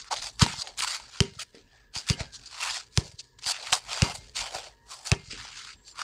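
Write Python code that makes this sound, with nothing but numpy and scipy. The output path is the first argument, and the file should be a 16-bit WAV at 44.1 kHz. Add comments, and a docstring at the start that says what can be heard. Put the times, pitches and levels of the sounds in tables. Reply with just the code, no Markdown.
"""A basketball is dribbled on an outdoor concrete court: each bounce is a slap, a thump and a ring of skin and air.
Rubber soles scuff and drag on the gritty slab, made from clumped noise; short clicks and puffs are taps.
Walls near the court throw the bounces and taps back as echoes and a spread-out noise tail.
Far birds call with wavering tones over a quiet field and a low rumble, both made from shaped noise."""
import sys
import numpy as np
from scipy import signal
from scipy.fft import rfft, irfft, next_fast_len
from scipy.io import wavfile
from scipy.ndimage import uniform_filter1d, map_coordinates

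SR = 44100
rng = np.random.default_rng(int(sys.argv[2]) if len(sys.argv) > 2 else 0)


def transcribe(signal):
    """Save signal, clipped to [-1, 1], as a 16-bit WAV file at the path in sys.argv[1]."""
    frames = np.atleast_2d(signal).T
    limited = np.clip(frames, -1, 1)
    pcm = np.round(limited * 32767).astype(np.int16)
    wavfile.write(sys.argv[1], SR, pcm)


N = 265923

# Ball bounces. Each row: start in seconds, slap level in dB, panel level in dB relative to the slap,
# panel pitch in Hz, thump level in dB, contact time in seconds, skin ring in dB, air ring in dB.
BOUNCES = [(0.42, 7, -32, 2720, -12, 0.012, -19, -31.5),
           (1.2046, 7.5, -14.5, 3120, -15.5, 0.012, -23, -43.5),
           (2.0998, 5, -23, 2830, -18, 0.013, -23, -47), (2.975, 7.5, -39, 2590, -17, .014, -24, -55),
           (4.0209, 6, -14.5, 2840, -15, 0.013, -19.5, -40),
           (5.117, 6.5, -13, 2640, -16, 0.01396, -23.5, -41)]
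# A palm meets the ball. Each row: start in seconds, level in dB.
CATCHES = [(1.546, -45), (1.572, -47), (2.394, -68), (3.078, -67), (5.331, -39)]
# Ringing of the ball's skin. Each row: pitch in Hz, relative level in dB, time to fall 60 dB in seconds.
SKIN_MODES = [(392, -4, .08), (300, -7, 0.04), (440, -6, 0.06), (520, -8, .045), (245, -7, .04)]
# Ringing of the air inside the ball. Each row: pitch in Hz, relative level in dB, time to fall 60 dB in seconds.
AIR_MODES = [(942, 1, .2), (1405, -7.5, .08), (2116, -5, 0.5), (2810, -3, 0.34), (3198, -9, 0.4)]
# Tone of the bounces and taps: full bass, little treble above 9 kHz. Each row: frequency in Hz, gain in dB.
HIT_TONE = [(30, 9), (6000, -4.5), (9000, -5.5), (12000, -26), (16000, -36)]

# Scuffs of a sole. Each row: time of full pressure in seconds, rise, hold and fall in seconds, grit level in dB,
# then weight, rubber and dust in dB relative to the grit, and the pitch of the hollow under the sole in Hz.
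SCUFFS = [(0.0, .01, 0.02, 0.022, -43, -14, -10, -30, 1240),
          (0.082, 0.12, 0.0036, 0.014, -51, -1.5, -7.5, -23, 1300),
          (0.114, 0.007, 0.015, 0.026, -30.5, 2.5, -7, -13.5, 863),
          (0.167, 0.034, 0.027, 0.023, -37.5, -11.5, -11.5, -28.5, 710),
          (0.224, 0.022, 0.051, 0.043, -35.5, -12, -9, -12, 910),
          (0.336, .05, 0.11, .05, -59, -13, -20.5, -9, 1070),
          (0.418, 0.016, 0.0093, 0.028, -17.5, -6, -8, -13, 1285),
          (0.48, 0.025, 0.072, 0.038, -38.5, -17.5, -2, -13.5, 1006),
          (0.604, 0.06, 0.019, 0.013, -34, -13, -35, -15, 1130),
          (0.674, 0.075, .0, 0.075, -44.5, -1, -7, -23, 734),
          (0.792, 0.016, 0.0066, 0.012, -29.5, -13.5, -8, -5, 1150),
          (0.829, 0.022, 0.016, 0.016, -28.5, -5.5, -1.5, -6.5, 1260),
          (0.875, 0.025, 0.084, 0.047, -33.5, -6.5, -3, -8.5, 1130),
          (1.02, .1, .06, .1, -51.5, -9.5, -2, -16, 826),
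          (1.148, 0.065, 0.02, 0.084, -45.5, -8.5, -4.5, -16, 1210),
          (1.205, 0.024, 0.066, 0.096, -49.5, -11, -2.5, -42, 450),
          (1.35, 0.046, 0.086, 0.074, -58, -12, -12, -21, 600),
          (1.398, 0.014, 0.035, 0.008, -38, -17.5, -1, -6, 730),
          (1.553, 0.036, 0.03, 0.088, -58.5, -4, -1, -24, 426),
          (1.752, 0.18, 0.043, 0.14, -65.5, -4.5, 0, -28, 740),
          (1.952, 0.016, 0.031, 0.072, -36.5, -14, -5.5, -12.5, 820),
          (2.092, 0.029, 0.022, 0.037, -32, -19, -1, -9, 1020),
          (2.202, 0.034, 0, 0.061, -36, -4.5, -2, -26, 670),
          (2.349, 0.027, 0.011, 0.021, -41, -23, -13, -17, 1130),
          (2.394, 0.01, 0.0021, 0.015, -52, -11, -7, -22, 467),
          (2.459, 0.0059, .0, 0.038, -41.5, -35, -30, -26, 597),
          (2.53, 0.02, 0.064, .04, -57.5, 4.5, -26, -18, 1140),
          (2.636, 0.059, 0.033, .08, -33, -1, 0.5, -6, 1200),
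          (2.734, 0.26, 0.046, 0.059, -33.5, -14, -6, -15, 895),
          (2.978, 0.047, 0.022, 0.017, -40.5, -27, -9, -10, 1200),
          (3.048, 0.069, 0, 0.14, -47.5, -10, -13, -11.5, 574),
          (3.196, 0.016, 0.0064, .015, -38.5, -38, -20, -30, 930),
          (3.235, 0.058, .0, 0.12, -60.5, -16.5, -12, -16, 810),
          (3.389, 0.0059, 0.0027, 0.0081, -45, -14, -8, -23, 1000),
          (3.441, 0.026, .0, .02, -38, -18, -4, -13, 1140),
          (3.475, 0.025, .045, 0.011, -26.5, -9.5, -9.5, -7, 990),
          (3.536, 0.087, 0.033, .03, -42, -11, 0, -16, 850),
          (3.608, 0.072, .03, .06, -42, -5, -4.5, -17, 810),
          (3.664, 0.054, 0.041, .07, -40, -4, -1, -10, 960),
          (3.724, 0.0038, 0.017, 0.043, -22.5, -6, -12.5, -8, 950),
          (3.91, 0.043, 0.14, 0.11, -34, -6, -1.5, -13, 910),
          (4.062, 0.22, 0.057, 0.032, -42, 3, 3, -5, 950),
          (4.148, 0.015, 0.0038, 0.045, -40.5, -7, -11, -3.5, 760),
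          (4.217, 0.15, 0.074, 0.086, -54.5, -9, -6.5, -14, 474),
          (4.365, 0.017, 0.043, .08, -31.5, -12, -5.5, -11.5, 880),
          (4.43, 0.038, 0.036, 0.044, -40.5, -0.5, 1.5, -7.5, 930),
          (4.557, 0.09, 0.0057, 0.11, -39, 0.5, -2, -8, 693),
          (4.636, .1, 0.033, 0.058, -47.5, -2.5, -4.5, -27, 790),
          (4.917, 0.047, 0.023, 0.057, -42.5, -6, -10.5, -7.5, 955),
          (4.98, .08, 0.062, .06, -54, -2, -7.5, -7, 830),
          (5.068, 0.038, 0.031, 0.019, -38, -11, -6.5, -5.5, 910),
          (5.125, 0.015, 0.0084, 0.015, -40, 10, 8, -31.5, 800),
          (5.287, 0.18, 0.022, 0.0079, -50.5, -37, -13, -35, 620),
          (5.31, 0.015, 0.022, 0.079, -41, -19, 0, -28, 430),
          (5.385, 0.038, 0.071, 0.26, -44, -6.5, -0.5, -18, 1180),
          (5.57, 0.092, 0.12, 0.045, -44, -10.5, -1, -16.5, 1650),
          (5.733, 0.44, .0, 0.031, -50.5, -22, -2.5, -25, 1320),
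          (5.876, 0.038, .04, 0.02, -50, -21, -18, -12.5, 704),
          (6.008, 0.048, 0.012, 0.017, -37, 0, -4, -11, 1220)]
# Colours of the scrapes. Each row: frequency in Hz, relative level in dB per Hz.
GRIT_COLOUR = [(1290, -69.5), (2200, -55.5), (2670, -9), (3870, 2.5), (4710, 8), (5390, 2), (7240, -1),
               (9000, -10.5), (11700, -52.5), (19800, -120)]
DUST_COLOUR = [(4410, -30.5), (7500, -6.5), (9770, -13), (10600, -20.5), (12700, -29.5), (15100, -27.5),
               (16200, -49.5), (16500, -25.5)]
RUBBER_COLOUR = [(900, -25), (1300, 3), (1700, 0.5), (2500, 4.5), (3500, 2)]
# Steps between which the hollow under a sole moves. Each entry: pitch in Hz.
HOLLOW_HZ = [430, 580, 780, 1050, 1400]
SWING_DB = 20  # a scuff rises and falls this far in its rise and fall times
SAG_DB_PER_S = 37  # the drag weakens while it holds
SETTLE_DB, SETTLE_DB_PER_S = -27, 63.5  # loose grit rolls on after the sole lifts: level, fading speed
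SETTLE_BODY_DB = -7.5  # rolling grit has less body than a pressed sole
HOLLOW_OCT_PER_S = -1.8  # the hollow deepens as the heel lifts

# Soles and fingers landing. Each row: start in seconds, level in dB, click pitch in Hz,
# dull knock in dB relative to that level.
TAPS = [(0.0446, -31, 1960, -37), (0.14, -15.5, 3830, -27), (0.1632, -19, 3550, -22),
        (0.169, -18.5, 3580, -26.5), (0.1856, -20, 3700, -40), (0.2, -23.5, 3730, -27),
        (0.269, -20, 4900, -28.5), (0.3957, -10.5, 5400, -37), (0.4634, -11, 4100, -3),
        (0.5387, -24.5, 4270, 1), (0.62, -21, 5550, -42), (0.673, -19.5, 3370, -33.5),
        (0.7764, -20.5, 6900, -27), (0.7943, -28, 3120, -2.5), (0.8063, -9.5, 2970, -70),
        (0.8747, -28, 2920, -13), (0.9992, -28, 4600, -1), (1.154, -45, 4390, -30.5),
        (1.221, -16, 4480, -33), (1.3367, -33.5, 4260, -46), (1.3975, -24, 3850, -36),
        (1.5511, -34, 5030, -18), (1.9387, -28.5, 4500, -28), (1.9622, -16.5, 4650, -8),
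        (2.02, -34, 4770, -34), (2.068, -26, 4530, -32), (2.2052, -16.5, 2050, -8), (2.337, -30, 4670, -34),
        (2.3958, -39, 2740, -27), (2.4575, -44, 4900, -26.5), (2.512, -29, 4840, -30),
        (3.116, -33.5, 4800, -31), (3.196, -32, 5140, -32), (3.388, -33.5, 3500, -38),
        (3.4245, -27.5, 5470, -17), (3.4634, -15, 4450, -13), (3.728, 0, 3160, -40), (3.9194, -32, 2800, 5),
        (4.153, -17.5, 7450, -25.5), (4.283, -38, 5100, -33), (4.3483, -30.5, 4470, -58),
        (4.365, -28, 4280, -21), (4.9167, -26, 6630, -34), (5.257, -43, 2720, -45), (5.307, -34, 2220, -28),
        (5.3815, -42, 4720, -29), (5.4512, -26.5, 4850, -3.5), (5.88, -29.5, 7200, -33.5),
        (5.9932, -23, 3120, -8)]
# A heel comes down hard. Each row: start in seconds, level in dB.
STOMPS = [(1.964, -33.5), (2.208, -22), (3.464, -39.5), (3.724, -34.5), (4.554, -40)]

# Hard faces that echo. Each row: delay in seconds, level in dB.
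ECHOES = [(.033, -28)]
# Far faces that return only the boom. Each row: delay in seconds, level in dB.
FAR_WALLS = [(.072, -29.5), (0.112, -31.5), (.16, -28.5)]
# Dying away of the wall tail. Each row: frequency in Hz, time to fall 60 dB in seconds.
WALL_DECAY = [(60, 0.21), (110, 0.32), (200, 0.2), (400, 0.13), (2000, .25), (8000, 0.16)]
# Tone of the wall tail. Each row: frequency in Hz, gain in dB before an overall cut.
WALL_GAIN = [(40, -10), (110, -15), (300, 13), (3000, -3.5), (9000, -2.5)]

# Far crowing, one list for each call. Each row: time in seconds, basic pitch in Hz, level in dB before flutter.
CROWS = [
    [(1.66, 857, -72), (1.76, 868, -61), (1.93, 822, -68), (2.25, 812, -56.5), (2.45, 774, -65.5),
     (2.6, 810, -65)],
    [(4.2, 870, -65), (4.3, 880, -88), (4.72, 923, -75), (4.84, 938, -69.5), (4.95, 990, -75)],
    [(5.72, 865, -89.5), (5.79, 860, -79.5), (5.9, 840, -72.5), (5.97, 820, -91)],
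]
# Voice of each crowing call. Each row: basic pitch in dB relative to its octave, hoarseness from 0 to 1.
CROW_TONE = [(-30, .045), (4, .01), (-20, .015)]
# A thin high chirp. Each row: time in seconds, pitch in Hz, level in dB before flutter.
CHIRP = [(5.7, 7560, -82), (5.76, 7480, -70), (5.86, 7520, -61), (5.93, 7300, -57), (5.96, 7200, -82)]

# Colours of the field and its rumble. Each row: frequency in Hz, relative level in dB per Hz.
FIELD_COLOUR = [(150, -47.5), (250, -17.5), (435, -3), (846, -37), (930, -6.5), (1060, -15.5),
                (1520, -32.5), (1670, -5), (2370, -37), (7640, -34), (11000, -55), (14300, -98),
                (22000, -120)]
RUMBLE_COLOUR = [(15, -27.5), (25, 5), (54, 6), (75, -8.5), (129, -2), (151, -16.5), (239, -13), (300, -17),
                 (390, -44), (660, -120)]
# Uneven strength of the rumble. Each row: time in seconds, level in dB before its faster wobble.
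RUMBLE_LEVEL = [(0.0, -55.5), (0.4, -57), (1.96, -63), (2.18, -49.5), (2.47, -61), (2.92, -59), (3.49, -63),
                (4.21, -52.5), (5.1, -66.5), (5.32, -47), (5.54, -61), (6.03, -59.5)]
# Colour of the microphone hiss. Each row: frequency in Hz, relative level in dB per Hz.
HISS_COLOUR = [(9000, -34), (12000, -5.5), (14500, 7), (16500, -6)]
TOP_HZ = 15900  # the sound is band-limited: it fades out just below this frequency


def ball():
    """The skin slaps the slab, the ball squashes and springs back, then skin and air ring."""
    out, t = np.zeros(N), np.arange(SR // 2) / SR
    for s, slap_db, panel_db, panel_hz, thump_db, contact, skin_db, air_db in BOUNCES:
        slap = -np.sin(2 * np.pi * 5300 * t) * amp(-60 * t / 0.0012)
        panel = np.sin(2 * np.pi * panel_hz * t) * amp(panel_db - 60 * t / 0.012)
        blow = slap - panel
        blow = blow - uniform_filter1d(blow, size=15)  # keep the sharp part
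        # the pimpled skin rolls onto grit
        patter = 0.06 * rng.standard_normal(len(t)) * amp(-60 * t / 0.03)
        # slow to flatten, quick to spring back
        squash = np.sin(np.pi * np.clip(t / contact, 0, 1) ** 1.3) ** 2
        # shaped like the second derivative of a sine to the fourth power
        thump = squash * (3 - 4 * squash)
        ring = amp(skin_db) * rings(SKIN_MODES, t) + amp(air_db) * rings(AIR_MODES, t)
        ring = ring * (1 - np.exp(-t / 0.0051))  # the ring builds up softly
        add(out, s, amp(slap_db) * (blow + patter) + amp(thump_db) * thump + ring)
    for s, db in CATCHES:
        add(out, s, amp(db) * rings(SKIN_MODES, t) * (1 - np.exp(-t / 0.0011)))
    return out


def rings(modes, t):
    """Fading tones, each with a random strength and a random slow beat."""
    total = np.zeros(len(t))
    for hz, db, t60 in modes:
        fade = amp(db + rng.normal(0, 2.6) - 60 * t / t60)
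        beat = 1 + 0.49 * np.sin(2 * np.pi * (rng.uniform(3.4, 17) * t + rng.uniform()))
        total += fade * beat * np.sin(2 * np.pi * hz * t)
    return total


def soles():
    """Each scuff rises, holds and falls, with its own shares of grit, rubber, dust and body."""
    columns = np.transpose(SCUFFS)[:, :, None]
    s, rise, hold, fall, grit_db, weight_db, rubber_db, dust_db, hollow_hz = columns
    clock = np.arange(0, N / SR, 0.001)
    t = clock - s
    after = np.maximum(t - np.abs(hold), 0)  # time since the hold ended
    rise_db = SWING_DB * np.minimum(t, 0) / np.abs(rise)
    held_db = grit_db + rise_db - SAG_DB_PER_S * np.clip(t, 0, np.abs(hold))

    # twice the dB turns an amplitude into a power, so overlapping scuffs add as powers
    pressed = amp(2 * (held_db - SWING_DB * after / np.abs(fall)))
    loose = amp(2 * (held_db + SETTLE_DB - SETTLE_DB_PER_S * after))
    body = (pressed + amp(2 * SETTLE_BODY_DB) * loose) * amp(2 * weight_db) + 1e-30
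    powers = [(pressed + loose) * amp(2 * db) for db in (0, rubber_db, dust_db)]
    powers.append(body)
    layers = [np.sqrt(np.sum(power, axis=0)) for power in powers]

    # the scuff with the most body has the most say in the hollow's pitch
    octaves = np.log2(hollow_hz) + HOLLOW_OCT_PER_S * np.maximum(t, 0)
    octave = np.sum(body * octaves, axis=0) / body.sum(axis=0)
    centre = np.clip(2 ** octave, HOLLOW_HZ[0], HOLLOW_HZ[-1])
    grit, rubber, dust, weight, centre_hz = curves(np.transpose([clock, *layers, centre]))

    clump_db = 0.9 * wobble(90) + 2.3 * wobble(350)  # stick and slip, shared by all layers
    sound = grit * scrape(GRIT_COLOUR, clump_db, spike_db=3.5, patchy_db=2.5)
    sound += dust * scrape(DUST_COLOUR, clump_db, spike_db=6, patchy_db=2.5)
    sound += weight * hollow(centre_hz, clump_db)
    sound += rubber * scrape(RUBBER_COLOUR, clump_db, spike_db=3, patchy_db=3.5)
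    return sound


def scrape(spectrum, clump_db, spike_db, patchy_db):
    """Sand grains crushed under rubber: spiky, clumped noise whose colour shifts in patches."""
    spikes = amp(spike_db * np.minimum(rng.exponential(size=N), 4))
    grains = rng.standard_normal(N) * spikes
    z = signal.stft(grains * amp(clump_db), nperseg=256)[2]
    # smooth random patches across frequency, then across time
    patches = uniform_filter1d(rng.standard_normal(z.shape), size=2, axis=0)
    patches = uniform_filter1d(patches, size=12, axis=1)
    patchy = signal.istft(z * amp(patchy_db * unit(patches)), nperseg=256)[1][:N]
    return coloured(patchy, spectrum)


def hollow(centre_hz, clump_db):
    """Scrape noise in the resonance under the sole, which moves as the foot rolls."""
    total, power = np.zeros(N), np.zeros(N)
    for hz in HOLLOW_HZ:
        near = np.exp(-(np.log(centre_hz / hz) / 0.3) ** 2)  # strongest when the centre is close
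        peak = [(hz / 3, -32), (hz / 1.3, -8), (hz, 0), (hz * 1.3, -8), (hz * 2, -20)]
        total += near * scrape(peak, clump_db, spike_db=2.5, patchy_db=3)
        power += near ** 2
    return total / np.sqrt(power + 1e-9)


def taps():
    """A short click, a puff of grit and a dull knock at each landing; hard heels add a low push."""
    out, t = np.zeros(N), np.arange(SR // 10) / SR
    for s, db, hz, knock_db in TAPS:
        click = np.sin(2 * np.pi * hz * t) * amp(-60 * t / 0.0034)
        puff = 0.2 * rng.standard_normal(len(t)) * amp(-60 * t / 0.053)
        sharp = click + puff
        sharp = sharp - uniform_filter1d(sharp, size=25)  # remove the low part
        knock = np.sin(2 * np.pi * 900 * t) * amp(knock_db - 60 * t / 0.013) * (1 - np.exp(-t / 0.001))
        add(out, s, amp(db) * (sharp + knock))
    for s, db in STOMPS:
        add(out, s, np.sin(2 * np.pi * 110 * t) * amp(db - 60 * t / 0.023))
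    return out


def walls(x):
    """A hard echo, dull far echoes and a diffuse tail that dies at a different speed in each pitch range."""
    hz, t, z = signal.stft(rng.standard_normal(SR // 2), SR, nperseg=512)
    fade = amp(-60 * t / along(WALL_DECAY, hz)[:, None])
    z = z * fade * (1 - np.exp(-t / 0.006))  # builds up, then dies
    even = z / np.linalg.norm(z, axis=1)[:, None]  # equal strength in every band
    tail = signal.istft(even, SR, nperseg=512)[1]
    late = np.pad(x, (400, 0))  # the tail starts 400 samples late
    diffuse = signal.fftconvolve(late, tail / np.linalg.norm(tail))[:N]
    out = filtered(diffuse, lambda f: amp(along(WALL_GAIN, f) - 16.5))
    for delay, db in ECHOES:
        add(out, delay, amp(db) * x)
    boom = filtered(x, lambda f: 1 / (1 + (f / 180) ** 4))
    for delay, db in FAR_WALLS:
        add(out, delay, amp(db) * boom)
    return out


def birds():
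    """Hoarse far crowing, mostly strongest an octave above its basic pitch, and one thin high chirp."""
    out = np.zeros(N)
    for rows, (root_db, rough) in zip(CROWS, CROW_TONE):
        turn, gain = call(rows, rough, flutter_db=2.0)
        out += gain * (np.sin(2 * turn) + amp(root_db) * np.sin(turn))
    turn, gain = call(CHIRP, 0.022, flutter_db=6.5)
    return out + gain * np.sin(turn)


def call(rows, rough, flutter_db):
    """Phase and gain of a call with wavering pitch and level, silent outside its rows."""
    hz, db = curves(rows)
    s = np.arange(N) / SR
    turn = 2 * np.pi * np.cumsum(hz * (1 + rough * wobble(320))) / SR
    sounding = (s > rows[0][0]) * (s < rows[-1][0])
    return turn, amp(db + flutter_db * wobble(40)) * sounding


def field():
    """Leaves and insects far off, over an uneven low rumble: two layers of shaped, wavering noise."""
    hush = amp(-70.5 + 1.3 * wobble(1.1)) * coloured(rng.standard_normal(N), FIELD_COLOUR)
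    rumble_db, = curves(RUMBLE_LEVEL)
    rumble = amp(rumble_db + 3.7 * wobble(17.0)) * coloured(rng.standard_normal(N), RUMBLE_COLOUR)
    return hush + rumble


def amp(db):
    """Turn dB into a plain multiplier."""
    return 10 ** (np.asarray(db) / 20)


def unit(x):
    """Scale x to an rms (average strength) of 1."""
    return x / np.sqrt(np.mean(x ** 2) + 1e-20)


def along(points, hz):
    """Read a curve of (Hz, value) points on a log frequency axis."""
    f, v = np.transpose(points)
    return np.interp(np.log(hz + 1), np.log(f + 1), v)


def curves(rows):
    """One value per sample for each column after the time."""
    s, *cols = np.transpose(rows)
    return [np.interp(np.arange(N) / SR, s, c) for c in cols]


def wobble(rate):
    """A smooth random curve shaped by rate random points a second."""
    knots = rng.standard_normal(int(N * rate / SR) + 4)
    return map_coordinates(knots, [np.arange(N) * rate / SR])


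def filtered(x, response):
    """Change the strength of each frequency in x by response(Hz)."""
    m = next_fast_len(N + SR // 2)
    return irfft(rfft(x, m) * response(np.fft.rfftfreq(m, 1 / SR)), m)[..., :N]


def coloured(x, spectrum):
    """Filter x with this spectrum and scale it to rms 1."""
    points = [(1, -120)] + list(spectrum) + [(SR / 2, -120)]
    return unit(filtered(x, lambda hz: amp(along(points, hz))))


def add(track, s, sound):
    """Mix a sound into the track from time s in seconds."""
    part = track[round(s * SR):][:len(sound)]
    part += sound[:len(part)]


def scene():
    """Mix everything; only the bounces and taps are dulled and sent to the walls."""
    hits = filtered(ball() + taps(), lambda hz: amp(along(HIT_TONE, hz)))
    return (hits + walls(hits) + soles() + birds() + field())[None]


def record(dry):
    """The small microphone loses deep bass, hisses faintly and clips; the sound is then band-limited."""
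    thin = signal.sosfilt(signal.butter(3, 48, "high", fs=SR, output="sos"), dry)
    thin = thin + amp(-88) * coloured(rng.standard_normal(N), HISS_COLOUR)
    clipped = np.clip(thin, -0.93, 0.93)
    return filtered(clipped, lambda hz: np.clip((TOP_HZ - hz) / 300, 0, 1))  # fades out over 300 Hz


dry = scene()
out = record(dry)
transcribe(out)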